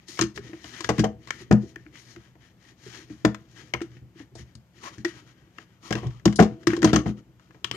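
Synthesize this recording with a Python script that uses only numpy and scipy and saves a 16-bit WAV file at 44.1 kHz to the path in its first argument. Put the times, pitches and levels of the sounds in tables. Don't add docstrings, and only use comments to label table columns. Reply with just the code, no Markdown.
import sys
import numpy as np
from scipy import signal
from scipy.fft import rfft, irfft
from scipy.io import wavfile
from scipy.ndimage import uniform_filter1d

SR = 44100
rng = np.random.default_rng(int(sys.argv[2]) if len(sys.argv) > 2 else 0)


def unload_wav(signal):
    wavfile.write(
        sys.argv[1],
        SR,
        np.round(np.clip(np.atleast_2d(signal).T, -1, 1) * 32767).astype(np.int16),
    )


def voltage_ratio(level):
    return 10 ** (np.asarray(level, float) / 20)


N = 342216

# pitch_hz, relative_db_per_hz
AIR_SPECTRUM = [(15, -27), (25, -13.5), (49, -3.5), (126, 6), (253, -5.5), (340, -17.5), (537, -11.5),
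                (1800, -20), (3170, -24.5), (6210, -41), (10100, -53.5), (13900, -32.5), (15500, -53)]
# pitch_hz, rms_db
HUM_PARTIALS = [(60, -76), (120, -69.5), (180, -70)]
# firmest_s, swell_s, fade_s, hiss_db, dry_treble_relative_db
STROKES = [(.02, .05, .06, -68.5, -9), (0.099, 0.026, 0.15, -56, 6.5), (.365, 0.018, 0.033, -57.5, 4),
           (.47, 0.071, 0.098, -57, -7.5), (.56, 0.046, 0.078, -58, -8), (.67, 0.069, 0.093, -53, -2.5),
           (.77, 0.076, 0.082, -49, -6.5), (.86, 0.048, .03, -52.5, 0), (.96, .05, 0.043, -53.5, -5),
           (1.26, 0.067, 0.033, -62, -7), (1.35, 0.043, .06, -56.5, -3.5), (1.416, 0.043, 0.032, -52, -4.5),
           (1.47, .04, 0.037, -68, -11), (1.63, .03, 0.034, -66, 1.5), (1.69, 0.042, .05, -65.5, 0.5),
           (1.82, .12, 0.14, -69.5, -7.5), (1.965, 0.038, .04, -53.5, -8), (2.0, 0.037, 0.087, -62.5, 4),
           (2.11, 0.073, 0.067, -61, 1.5), (2.21, 0.058, .12, -63, -10), (2.45, .06, 0.077, -63.5, -8.5),
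           (2.69, 0.094, 0.053, -60.5, -6), (2.88, 0.095, 0.07, -57, -1.5), (2.96, 0.067, .1, -51.5, -5),
           (3.11, .05, 0.076, -60.5, -4.5), (3.19, .04, 0.093, -66, -5), (3.41, .05, 0.086, -69, -8),
           (3.52, .04, .04, -67.5, -1), (3.591, 0.046, 0.056, -52.5, -7.5), (3.66, 0.047, 0.072, -62, -5),
           (3.84, .03, .05, -61.5, -6), (3.94, .08, 0.078, -66, -9), (4.2, 0.043, 0.049, -56.5, -8),
           (4.39, 0.035, 0.047, -55.5, -2), (4.48, .05, 0.084, -70.5, -8), (4.79, 0.058, .04, -63, -6),
           (4.865, 0.049, .05, -47.5, -5), (4.94, .03, 0.043, -59, -4), (5.0, .03, 0.043, -65, -2),
           (5.08, 0.022, 0.057, -49.5, -8), (5.17, .06, 0.076, -54.5, -9), (5.29, 0.042, 0.053, -61, -8),
           (5.42, .1, 0.19, -69.5, -13), (5.62, 0.085, 0.032, -60, -8), (5.72, 0.07, 0.085, -67, -13),
           (5.871, 0.047, 0.049, -50.5, -3.5), (5.97, .02, 0.048, -44.5, -13), (6.04, .04, .06, -51.5, -16),
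           (6.13, 0.056, .1, -64, -10), (6.52, .04, 0.079, -65, -15), (6.63, 0.051, 0.031, -64, -8),
           (6.7, .02, 0.089, -42, -14), (6.875, .02, .045, -36.5, -12.5), (6.98, .01, 0.035, -42.5, -15),
           (7.074, .02, 0.046, -48, -9.5), (7.185, .02, 0.027, -62, -8.5), (7.44, .05, 0.087, -70, -7.5),
           (7.55, .06, .1, -72, -5.5), (7.67, .02, .04, -57.5, -7.5)]
# pitch_hz, relative_db_per_hz
SKIN_SPECTRUM = [(290, -46.5), (500, -26), (553, -8.5), (996, -3), (1350, -11), (1820, -16.5), (2650, -7),
                 (3060, -2), (6540, -8), (7800, -13.5), (9920, -20), (14000, -24.5), (14800, -40),
                 (15500, -60)]
# pitch_hz, width_hz, relative_db
SKIN_PEAKS = [(1850, 220, 20), (3300, 230, -10.5), (5500, 1700, -5.5)]
# time_s, pitch_hz
SQUEAK_PITCH = [(0, 2000), (.8, 1700), (1.4, 1950), (2.0, 1880), (2.2, 1600), (2.7, 1880), (2.9, 1700),
                (3.6, 1680), (4.79, 1800), (4.83, 1100), (4.93, 1120), (4.97, 1650), (5.1, 1800),
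                (5.2, 1450), (5.6, 1780), (5.85, 1250), (6.1, 1080), (6.3, 1550), (7.76, 1350)]
# pitch_hz, relative_db, longest_t60_s
LID_MODES = [(1000, -4, .04), (1090, -2, .05), (1250, -3, .035), (1380, -3, .04), (1600, -2, .035),
             (1790, 0, .04), (1950, -2, .035), (2150, -4, .03), (2400, -6, .025), (2750, -7, .02),
             (3150, -4, .03), (3800, -10, .012), (5250, -5, .015), (6300, -7, .012)]
# time_s, stir_db
GRIP_LEVEL = [(0, -76), (.5, -69), (.8, -62), (1.3, -63.5), (1.75, -62.5), (2.2, -69.5), (2.5, -73.5),
              (2.8, -71), (3.02, -64.5), (3.3, -68.5), (3.6, -60.5), (4.05, -65), (4.3, -70), (4.67, -75),
              (5.0, -60.5), (5.3, -64), (5.75, -72.5), (6.3, -68), (7.2, -62), (7.4, -72.5), (7.76, -63.5)]
# widest_swing_s, jar_db, worktop_db
ROCKS = [(.4, -58, -43.5), (1.02, -43, -51), (1.08, -58, -38), (1.64, -45, -49), (4.03, -72, -48),
         (4.43, -67, -46), (6.07, -51.5, -31), (6.42, -50, -27.5), (6.51, -43, -56.5), (6.85, -30, -36),
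         (6.98, -28, -29), (7.09, -50.5, -43)]
# pitch_hz, relative_db
JAR_STIRRED = [(250, 3.5), (305, 1.5), (325, 6), (355, 1.5), (484, -7)]
# pitch_hz, relative_db, t60_s
WORKTOP_LOW = [(59, -16, 0.12), (72.3, -2.5, 0.16), (99.1, -17.5, 0.088), (119.5, 7, 0.2),
               (142, -13.5, .12)]
# pitch_hz, relative_db, t60_s
WORKTOP_UP = [(169.6, 0.5, 0.11), (209.6, -4, 0.21), (244.4, -7.5, 0.14)]
# pitch_hz, t60_s
KITCHEN_T60 = [(100, 0.25), (300, 0.19), (1000, 0.24), (3000, 0.22), (8000, 0.19)]
# start_s, level_db, strongest_ring_hz, brightness_db, length_t60_s
CRACKS = [(.083, -51, 3060, 9, .12), (.1726, -35.5, 2170, -12, .12), (.191, -12, 1230, -9.5, .04),
          (.2114, -17, 1787, 1, 0.064), (.2215, -17, 1160, -9, 0.043), (.2377, -29.5, 1850, -3, 0.044),
          (.359, -44.5, 1800, 0.5, .12), (.3755, -24.5, 1710, -14, 0.035), (.532, -35.5, 1800, -23, 0.033),
          (.6429, -30.5, 2840, -9, 0.026), (.7546, -43.5, 2150, -15, .04), (.8058, -26, 1065, -4.5, 0.049),
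          (.8407, -31.5, 3500, -13, 0.036), (.845, -17, 1650, -7, 0.026), (.8905, -14.5, 1110, -5, 0.059),
          (.9044, -20.5, 990, -34, .036), (.9812, -24, 1080, -10, 0.075), (.9932, -18.5, 1640, -4.5, 0.072),
          (1.0415, -18.5, 1070, -11, .055), (1.273, -36, 1080, -8, 0.061),
          (1.2843, -39.5, 1103, -10, 0.076), (1.3058, -13.5, 1740, -10.5, 0.022),
          (1.512, -14.5, 1035, -16, 0.051), (1.525, -23.5, 1010, -3.5, .032),
          (1.7589, -24, 1770, -17, .016), (1.8642, -35.5, 1730, -31, 0.013), (1.955, -37, 1900, -22, .016),
          (2.1611, -32.5, 1630, -17, 0.023), (2.3531, -51, 1080, -20, .035), (2.8644, -42, 1630, -14, .022),
          (3.0984, -47, 2040, -26, .056), (3.2495, -8, 1390, -8.5, 0.038),
          (3.3457, -26.5, 1090, -11, 0.034), (3.7373, -13, 2150, -13, .035), (3.748, -16, 1090, -34, 0.016),
          (3.806, -34, 1800, -20, .03), (3.816, -31, 1370, -4, 0.045), (3.9679, -45.5, 1830, -24, .04),
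          (4.1988, -44, 1730, -18, 0.046), (4.352, -55, 1730, 8, .1), (4.3888, -48, 1850, -7, .04),
          (4.5523, -49, 1286, 6.5, .032), (4.8334, -36.5, 1070, -8, .11), (4.855, -32.5, 1090, -27, .11),
          (4.8743, -31.5, 1073, -27, .11), (4.9816, -42.5, 1720, -4, 0.037),
          (5.0479, -16, 1976, -10, 0.052), (5.5842, -26, 1770, -17, .017), (5.907, -23, 1060, -9.5, 0.065),
          (5.9253, -14, 1640, -9.5, .051), (5.953, -21.5, 2670, -13, .034), (6.0322, -38, 988, -26, .027),
          (6.0683, -42.5, 980, -4, .058), (6.1051, -45.5, 980, -13, .086), (6.1965, -45, 1710, -18.5, .031),
          (6.2551, -11.5, 1034, -1.5, 0.038), (6.2771, -20.5, 1380, -14.5, 0.041),
          (6.326, -31.5, 1010, -6.5, 0.05), (6.358, -51, 2970, 21.5, 0.084), (6.3906, -11, 1460, -17, .077),
          (6.4003, -16, 1200, -5.5, 0.073), (6.4232, -19, 1090, -8, 0.096), (6.6324, -44, 1600, -12, .04),
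          (6.6702, -10, 1140, -7.5, 0.047), (6.703, -19, 1600, -30, .023),
          (6.7326, -21.5, 1810, -15, 0.061), (6.7655, -30, 1072, -5, 0.049),
          (6.789, -40.5, 1360, -6.5, .04), (6.8195, -24, 1604, -6.5, 0.043),
          (6.829, -15.5, 1430, -8, 0.037), (6.8445, -9.5, 974, -2.5, .052), (6.874, -21, 1570, -19.5, .037),
          (6.931, -13.5, 1370, -10.5, .12), (6.9601, -10, 1114, -5.5, 0.039), (7.06, -32, 960, -22, .089),
          (7.0914, -42.5, 1650, -21, .024), (7.396, -47, 1300, -14, .03), (7.5071, -41, 1010, -23.5, .031),
          (7.5454, -46.5, 1010, -21.5, .036), (7.6441, -14.5, 2990, -6.5, .028),
          (7.7129, -14.5, 3080, -6.5, 0.015)]
# pitch_hz, relative_db_per_hz
CRACK_SPECTRUM = [(240, -13.5), (400, -4), (809, -9.5), (1880, -1.5), (2430, -9), (3060, -10), (4280, -17),
                  (5150, -18), (9210, -33), (14300, -48), (15500, -57)]
# start_s, jar_air_db, jar_air_hz, worktop_relative_db, jar_wall_relative_db
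BOOMS = [(.191, -30, 333, -0.5, -2.5), (.215, -17, 325, -13.5, -28), (.237, -23.5, 336, -13, -27),
         (.372, -37, 382, -3.5, -16.5), (.388, -50.5, 344, 7, -9), (.494, -41.5, 326, -10, -12),
         (.531, -35, 330, -20.5, -12.5), (.643, -43, 307, -4.5, -2), (.806, -41.5, 322, -21, -0.5),
         (.847, -39.5, 354, -3, -5.5), (.89, -20.5, 324, -3, 5.5), (.982, -21.5, 321, 5, -15),
         (.995, -21, 329, -9, -13.5), (1.038, -25, 315, -0.5, 8.5), (1.405, -42, 350, -4, -19),
         (1.51, -13.5, 280, 0.5, 0.5), (1.524, -18.5, 363, 0, -8), (1.764, -39, 327, -15, -22),
         (1.86, -44.5, 320, -12.5, -35), (2.165, -41.5, 336, -6, -14), (2.353, -54, 314, -5, -1.5),
         (2.863, -40, 377.5, -8.5, -38), (3.102, -34, 307.6, -8, -21), (3.248, -10, 319, -9, -7),
         (3.738, -33, 329, -3, 1), (3.753, -40, 340, 1, -2), (3.814, -24.5, 336, -29, -21),
         (4.019, -62.5, 283, 12, -14), (4.158, -46, 323, -9, -25), (4.201, -38, 287, -14.5, -13.5),
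         (4.353, -46.5, 347, -6.5, 2.5), (4.393, -46, 351, 3, -16.5), (4.55, -60, 276, 15.5, -17),
         (4.978, -41, 314, 4, -17), (5.047, -22, 340.2, -32, -21), (5.584, -46, 323, -27, -4),
         (5.906, -25.5, 313.6, -1.5, 1.5), (5.95, -29.5, 325, -2, 4.5), (6.031, -33, 359, -15, -3.5),
         (6.059, -39.5, 362, -5.5, -1.5), (6.257, -9.5, 327.3, -4.5, -11), (6.388, -15.5, 279.6, -6, 7.5),
         (6.396, -11, 341, 1.5, 4.5), (6.408, -19, 287, 0, -10.5), (6.424, -15, 385, -9.5, -4.5),
         (6.671, -11.5, 334, -13.5, -22.5), (6.732, -18, 331, -26, -24), (6.777, -21.5, 336, -19, -24.5),
         (6.827, -16, 322, -9, -14.5), (6.843, -8, 319.5, -8, -7.5), (6.931, -11, 315, -5.5, -9),
         (6.958, -16, 312, -6.5, -8.5), (7.058, -30, 287, 7, 0), (7.088, -43, 278, 11, 3.5),
         (7.547, -52.5, 309, -4, 1), (7.645, -41.5, 333, -4, -12), (7.711, -43, 280, 1, -28)]
# pitch_hz, relative_db, t60_s
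JAR_WALL = [(322, -12, .7), (655, -26, .7), (443, 10, .1), (485, -3, 0.26), (544, -5.5, 0.085),
            (659, -3.5, .2), (735.3, 5.5, 0.11), (777, -6, 0.13), (857, -17.5, .15), (965, -19.5, .1)]
# pitch_factor, relative_db, t60_s
JAR_AIR = [(1, 1, 0.086), (1.09, -8.5, 0.093), (.93, -14, .16)]
# time_s, rms_db
MOTOR_LEVEL = [(7.72, -46.5), (7.735, -48), (7.75, -40), (7.76, -42)]
# pitch_hz, width_hz of one pass, relative_db
MOTOR_PEAKS = [(325, 140, 7), (1250, 460, 5.5), (1976, 580, 4), (3034, 110, 3), (3970, 1100, 0),
               (7360, 2500, -5)]
# pitch_hz, left_right_likeness
PORT_SAME = [(40, .995), (80, .99), (130, .94), (300, .97), (600, .8), (1200, .65), (4000, .55),
             (12000, .6)]
# pitch_hz, left_over_right_db
PORT_BALANCE = [(60, -1.5), (92, 3.5), (140, -0.5), (210, 5.5), (330, 1), (500, 0.5), (770, 3.5), (1170, 6),
                (1790, 10.5), (2740, 10.5), (4190, 12), (6410, 19), (9810, -12), (15000, -1.5)]
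# pitch_hz, left_lead_rad
PORT_PHASE = [(20, -.1), (70, -0.1), (125, -0.57), (250, 0), (780, 1.11), (1380, 1.5), (2240, 0.22),
              (2580, -2), (3010, 0.52), (3960, 4), (4820, 5), (6030, 4), (8180, 10.5), (10200, 0),
              (10600, 9.5), (11500, 18.5), (15200, 5)]
# pitch_hz, white_noise_gain_db
PORT_HISS = [(100, -73.5), (3000, -73.5), (7000, -73.5), (10000, -84.5), (13000, -76), (15500, -90)]


def evened(x):
    return x / np.sqrt(np.mean(x ** 2) + 1e-20)


def read(points, hz):
    f, value = np.transpose(points)
    return np.interp(np.log(hz + 1), np.log(f + 1), value)


def colour(x, db_points):
    hz = np.fft.rfftfreq(len(x), 1 / SR)
    return irfft(rfft(x) * voltage_ratio(read(db_points, hz)), len(x))


def resonate(x, hz, width_hz):
    turn = np.exp(2j * np.pi * np.cumsum(hz * np.ones(len(x))) / SR)
    r = np.exp(-np.pi * width_hz / SR)
    return 2 * (turn * signal.lfilter([1 - r], [1, -r], x / turn + 1e-18)).real


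def resonate_twice(x, hz, width_hz):
    return resonate(resonate(x, hz, width_hz), hz, width_hz)


def wander(seconds):
    size = int(seconds * SR)
    return evened(uniform_filter1d(uniform_filter1d(rng.standard_normal(N), size), size))


def ring(modes, t, luck, spread_db, rise_cycles):
    hz, db, t60 = np.transpose(modes)[:, :, None]
    share, detune = luck[:len(modes), :1], luck[:len(modes), 1:]
    rise = 1 - np.exp(-t * hz / rise_cycles)
    swing = voltage_ratio(db + spread_db * share - 60 * t / t60) * rise
    phase = 2 * np.pi * hz * (1 + 0.013 * detune) * t + 3 * share
    sound = (swing * np.sin(phase)).sum(0)
    return sound / abs(sound).max()


def background():
    t = np.arange(N) / SR
    hum = np.zeros(N)
    for hz, rms_db in HUM_PARTIALS:
        level = voltage_ratio(rms_db + 0.6 * wander(0.092)) * np.sqrt(2)
        hum += level * np.sin(2 * np.pi * (hz * t + rng.random()))
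    air = evened(colour(rng.standard_normal(N), AIR_SPECTRUM))
    return voltage_ratio(-63.5) * air + hum


def strokes():
    catches = (rng.random(N) < 400 / SR) * voltage_ratio(3.2 * np.minimum(rng.exponential(1, N), 4))
    slips = rng.standard_normal(N) * voltage_ratio(1.3 * wander(0.003)) + 3.0 * catches
    drag = evened(colour(slips * voltage_ratio(1.2 * wander(0.029)), SKIN_SPECTRUM))
    peaks = sum(voltage_ratio(db) * resonate(drag, hz, width_hz) for hz, width_hz, db in SKIN_PEAKS)
    luck = rng.standard_normal((len(LID_MODES), 2))
    lid = ring(LID_MODES, np.arange(2000) / SR, luck, spread_db=3.0, rise_cycles=.4)
    stirred_lid = evened(signal.oaconvolve(drag, lid)[:N])
    hiss = evened(drag + 1.6 * peaks) + 0.45 * stirred_lid
    dull = colour(hiss, [(3000, -6.0), (4000, -21.5)])
    dry_treble = evened(colour(hiss, [(3000, -26), (4000, -2.0)]))
    squeak_hz = np.interp(np.arange(N) / SR, *np.transpose(SQUEAK_PITCH)) * (1 + 0.025 * wander(.08))
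    body = evened(dull + 4.8 * resonate(drag, squeak_hz, 160))

    body_power, treble_power = np.zeros((2, N))
    fade_db = 15.
    for s, swell_s, fade_s, db, treble_db in STROKES:
        first = max(round((s - 2 * swell_s) * SR), 0)
        at = np.arange(first, min(round((s + 2 * fade_s) * SR), N))
        away = (at / SR - s) / np.where(at / SR < s, swell_s, fade_s)
        level_db = db - fade_db * away ** 2
        body_power[at] += voltage_ratio(2 * level_db)
        treble_power[at] += voltage_ratio(2 * (level_db + treble_db))
    return np.sqrt(body_power) * body + np.sqrt(treble_power) * dry_treble


def grip(rub):
    rise_db_per_s, fall_db_per_s, top_over_jar_db = 179.5, 200., 5.5
    t = np.arange(N) / SR
    firm = voltage_ratio(np.interp(t, *np.transpose(GRIP_LEVEL)))
    jar_gain, top_gain = firm, firm * voltage_ratio(top_over_jar_db)
    for s, jar_db, top_db in ROCKS:
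        swing = voltage_ratio(np.minimum(rise_db_per_s * (t - s), fall_db_per_s * (s - t)))
        jar_gain = jar_gain + voltage_ratio(jar_db) * swing
        top_gain = top_gain + voltage_ratio(top_db) * swing
    shake = rng.standard_normal(N) * voltage_ratio(3.4 * wander(0.011))
    jar = sum(voltage_ratio(db) * evened(resonate_twice(shake, hz, 41)) for hz, db in JAR_STIRRED)
    top = sum(voltage_ratio(db) * evened(resonate_twice(shake, hz, 27)) for hz, db, _ in WORKTOP_LOW[1:4])
    rub_gain = 0.37 * uniform_filter1d(abs(rub), size=600)
    return (jar_gain + rub_gain) * evened(jar) + top_gain * evened(top)


def kitchen(x):
    taps = np.zeros((2, SR // 2))
    slots = np.arange(130, SR // 2 - 20, 20)
    at = slots + rng.integers(0, 20, (2, len(slots)))
    np.put_along_axis(taps, at, rng.choice([-1., 1.], at.shape), 1)
    hz, t, z = signal.stft(taps, SR, nperseg=256)
    decay = voltage_ratio(-60 * t / read(KITCHEN_T60, hz)[:, None])
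    tail = signal.istft(z * decay, SR, nperseg=256)[1]
    return signal.fftconvolve(x[None], tail / np.linalg.norm(tail[0]), axes=1)[:, :N]


def cracks():
    out, t = np.zeros(N + SR), np.arange(int(.2 * SR)) / SR
    luck = rng.standard_normal((len(CRACKS), len(LID_MODES), 2))
    grit = rng.standard_normal((len(CRACKS), len(t)))
    edges = np.minimum(t / 0.00058, 1) * signal.windows.tukey(2 * len(t), .2)[len(t):]
    for (s, db, ring_hz, bright_db, t60), chance, noise in zip(CRACKS, luck, grit):
        modes = [(hz, d - min(14 * abs(np.log2(hz / ring_hz)), 10.5), decay * min(t60 / 0.036, 1))
                 for hz, d, decay in LID_MODES]
        burst = evened(colour(noise, CRACK_SPECTRUM)) * voltage_ratio(-60 * t / max(t60, .005))
        chatter = noise[-300:] * voltage_ratio(-60 * t[:300] / .008)
        struck_lid = ring(modes, t, chance, spread_db=1.5, rise_cycles=.4)
        lid = signal.fftconvolve(struck_lid, chatter)[:len(t)]
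        spot = ring([(ring_hz, 0, 0.67 * t60)], t, chance, spread_db=0, rise_cycles=1.4)
        share = np.clip(.58 + 0.006 * (db + 25), 0, 1)
        ringing = 0.57 * lid / abs(lid).max() + 0.36 * spot
        tilt = [(1000, 0.), (2500, 2.), (4200, bright_db + 15), (8000, bright_db + 23),
                (10000, 1.8 * bright_db + 13), (13000, 0.16 * bright_db + 17)]
        crack = colour(0.65 * (1 - share) * burst + share * ringing, tilt)
        out[round(s * SR):][:len(t)] += voltage_ratio(db) * crack * edges
    return out[:N]


def booms():
    out, t = np.zeros(N + SR), np.arange(int(.55 * SR)) / SR
    luck = rng.standard_normal((len(BOOMS), 4, len(JAR_WALL), 2))
    grit = rng.standard_normal((len(BOOMS), len(t)))
    thud_shape = voltage_ratio(-60 * t / 0.11) * np.minimum(t / 0.0022, 1)
    ending = signal.windows.tukey(2 * len(t), .3)[len(t):]
    for (s, air_db, air_hz, top_db, wall_db), chance, noise in zip(BOOMS, luck, grit):
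        thud = evened(resonate_twice(noise, 620, 530)) * thud_shape
        wall = 0.46 * thud + 0.76 * ring(JAR_WALL, t, chance[3], spread_db=0.5, rise_cycles=0.33)
        air_modes = [(air_hz * factor, db, t60) for factor, db, t60 in JAR_AIR]
        air = ring(air_modes, t, chance[0], spread_db=2.5, rise_cycles=0.55)
        low = ring(WORKTOP_LOW, t, chance[1], spread_db=1.5, rise_cycles=0.94)
        up = ring(WORKTOP_UP, t, chance[2], spread_db=1.0, rise_cycles=2.0)
        deeper_db = -0.1939 * (air_db + top_db + 20)
        worktop = voltage_ratio(top_db - 2 + deeper_db) * low + voltage_ratio(top_db + .4 - deeper_db) * up
        boom = air + worktop + voltage_ratio(wall_db) * wall
        out[round(s * SR):][:len(t)] += voltage_ratio(air_db) * boom * ending
    return out[:N]


def motor():
    s, db = np.transpose(MOTOR_LEVEL)
    t = np.arange(s[0], N / SR, 1 / SR)
    brushes = rng.standard_normal(len(t))
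    housing = sum(voltage_ratio(d) * evened(resonate_twice(brushes, hz, width_hz)) for hz, width_hz, d in MOTOR_PEAKS)
    sound = voltage_ratio(np.interp(t, s, db)) * evened(housing)
    return np.r_[np.zeros(N), sound][-N:]


def scene():
    rubs = [strokes() for port in range(2)]
    deep = booms() + grip(rubs[0])
    near = np.array([cracks() + rub + motor() for rub in rubs])
    echo = voltage_ratio(-13.5) * kitchen(near[0] + deep)
    left, other = rfft(near + echo)
    same = np.clip(read(PORT_SAME, np.fft.rfftfreq(N, 1 / SR)), 0, 1)
    right = same * left + np.sqrt(1 - same ** 2) * other
    return irfft(np.array([left, right]), N) + deep + background()


def roll_off(x):
    return signal.sosfilt(signal.butter(12, 15640, fs=SR, output="sos"), x)


def record(dry):
    hz = np.fft.rfftfreq(N, 1 / SR)
    half = voltage_ratio(read(PORT_BALANCE, hz) / 2) * np.exp(.5j * read(PORT_PHASE, hz))
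    shading = np.array([half, 1 / half]) * 2 / (abs(half) + 1 / abs(half))
    ports = irfft(rfft(dry) * shading, N)
    capsule = signal.butter(2, 45, "high", fs=SR, output="sos")
    ports = signal.sosfilt(capsule, ports)
    ports = ports + np.array([colour(rng.standard_normal(N), PORT_HISS) for port in range(2)])
    return roll_off(1.199 * np.tanh(ports / 0.94))


dry = scene()
out = record(dry)
unload_wav(out)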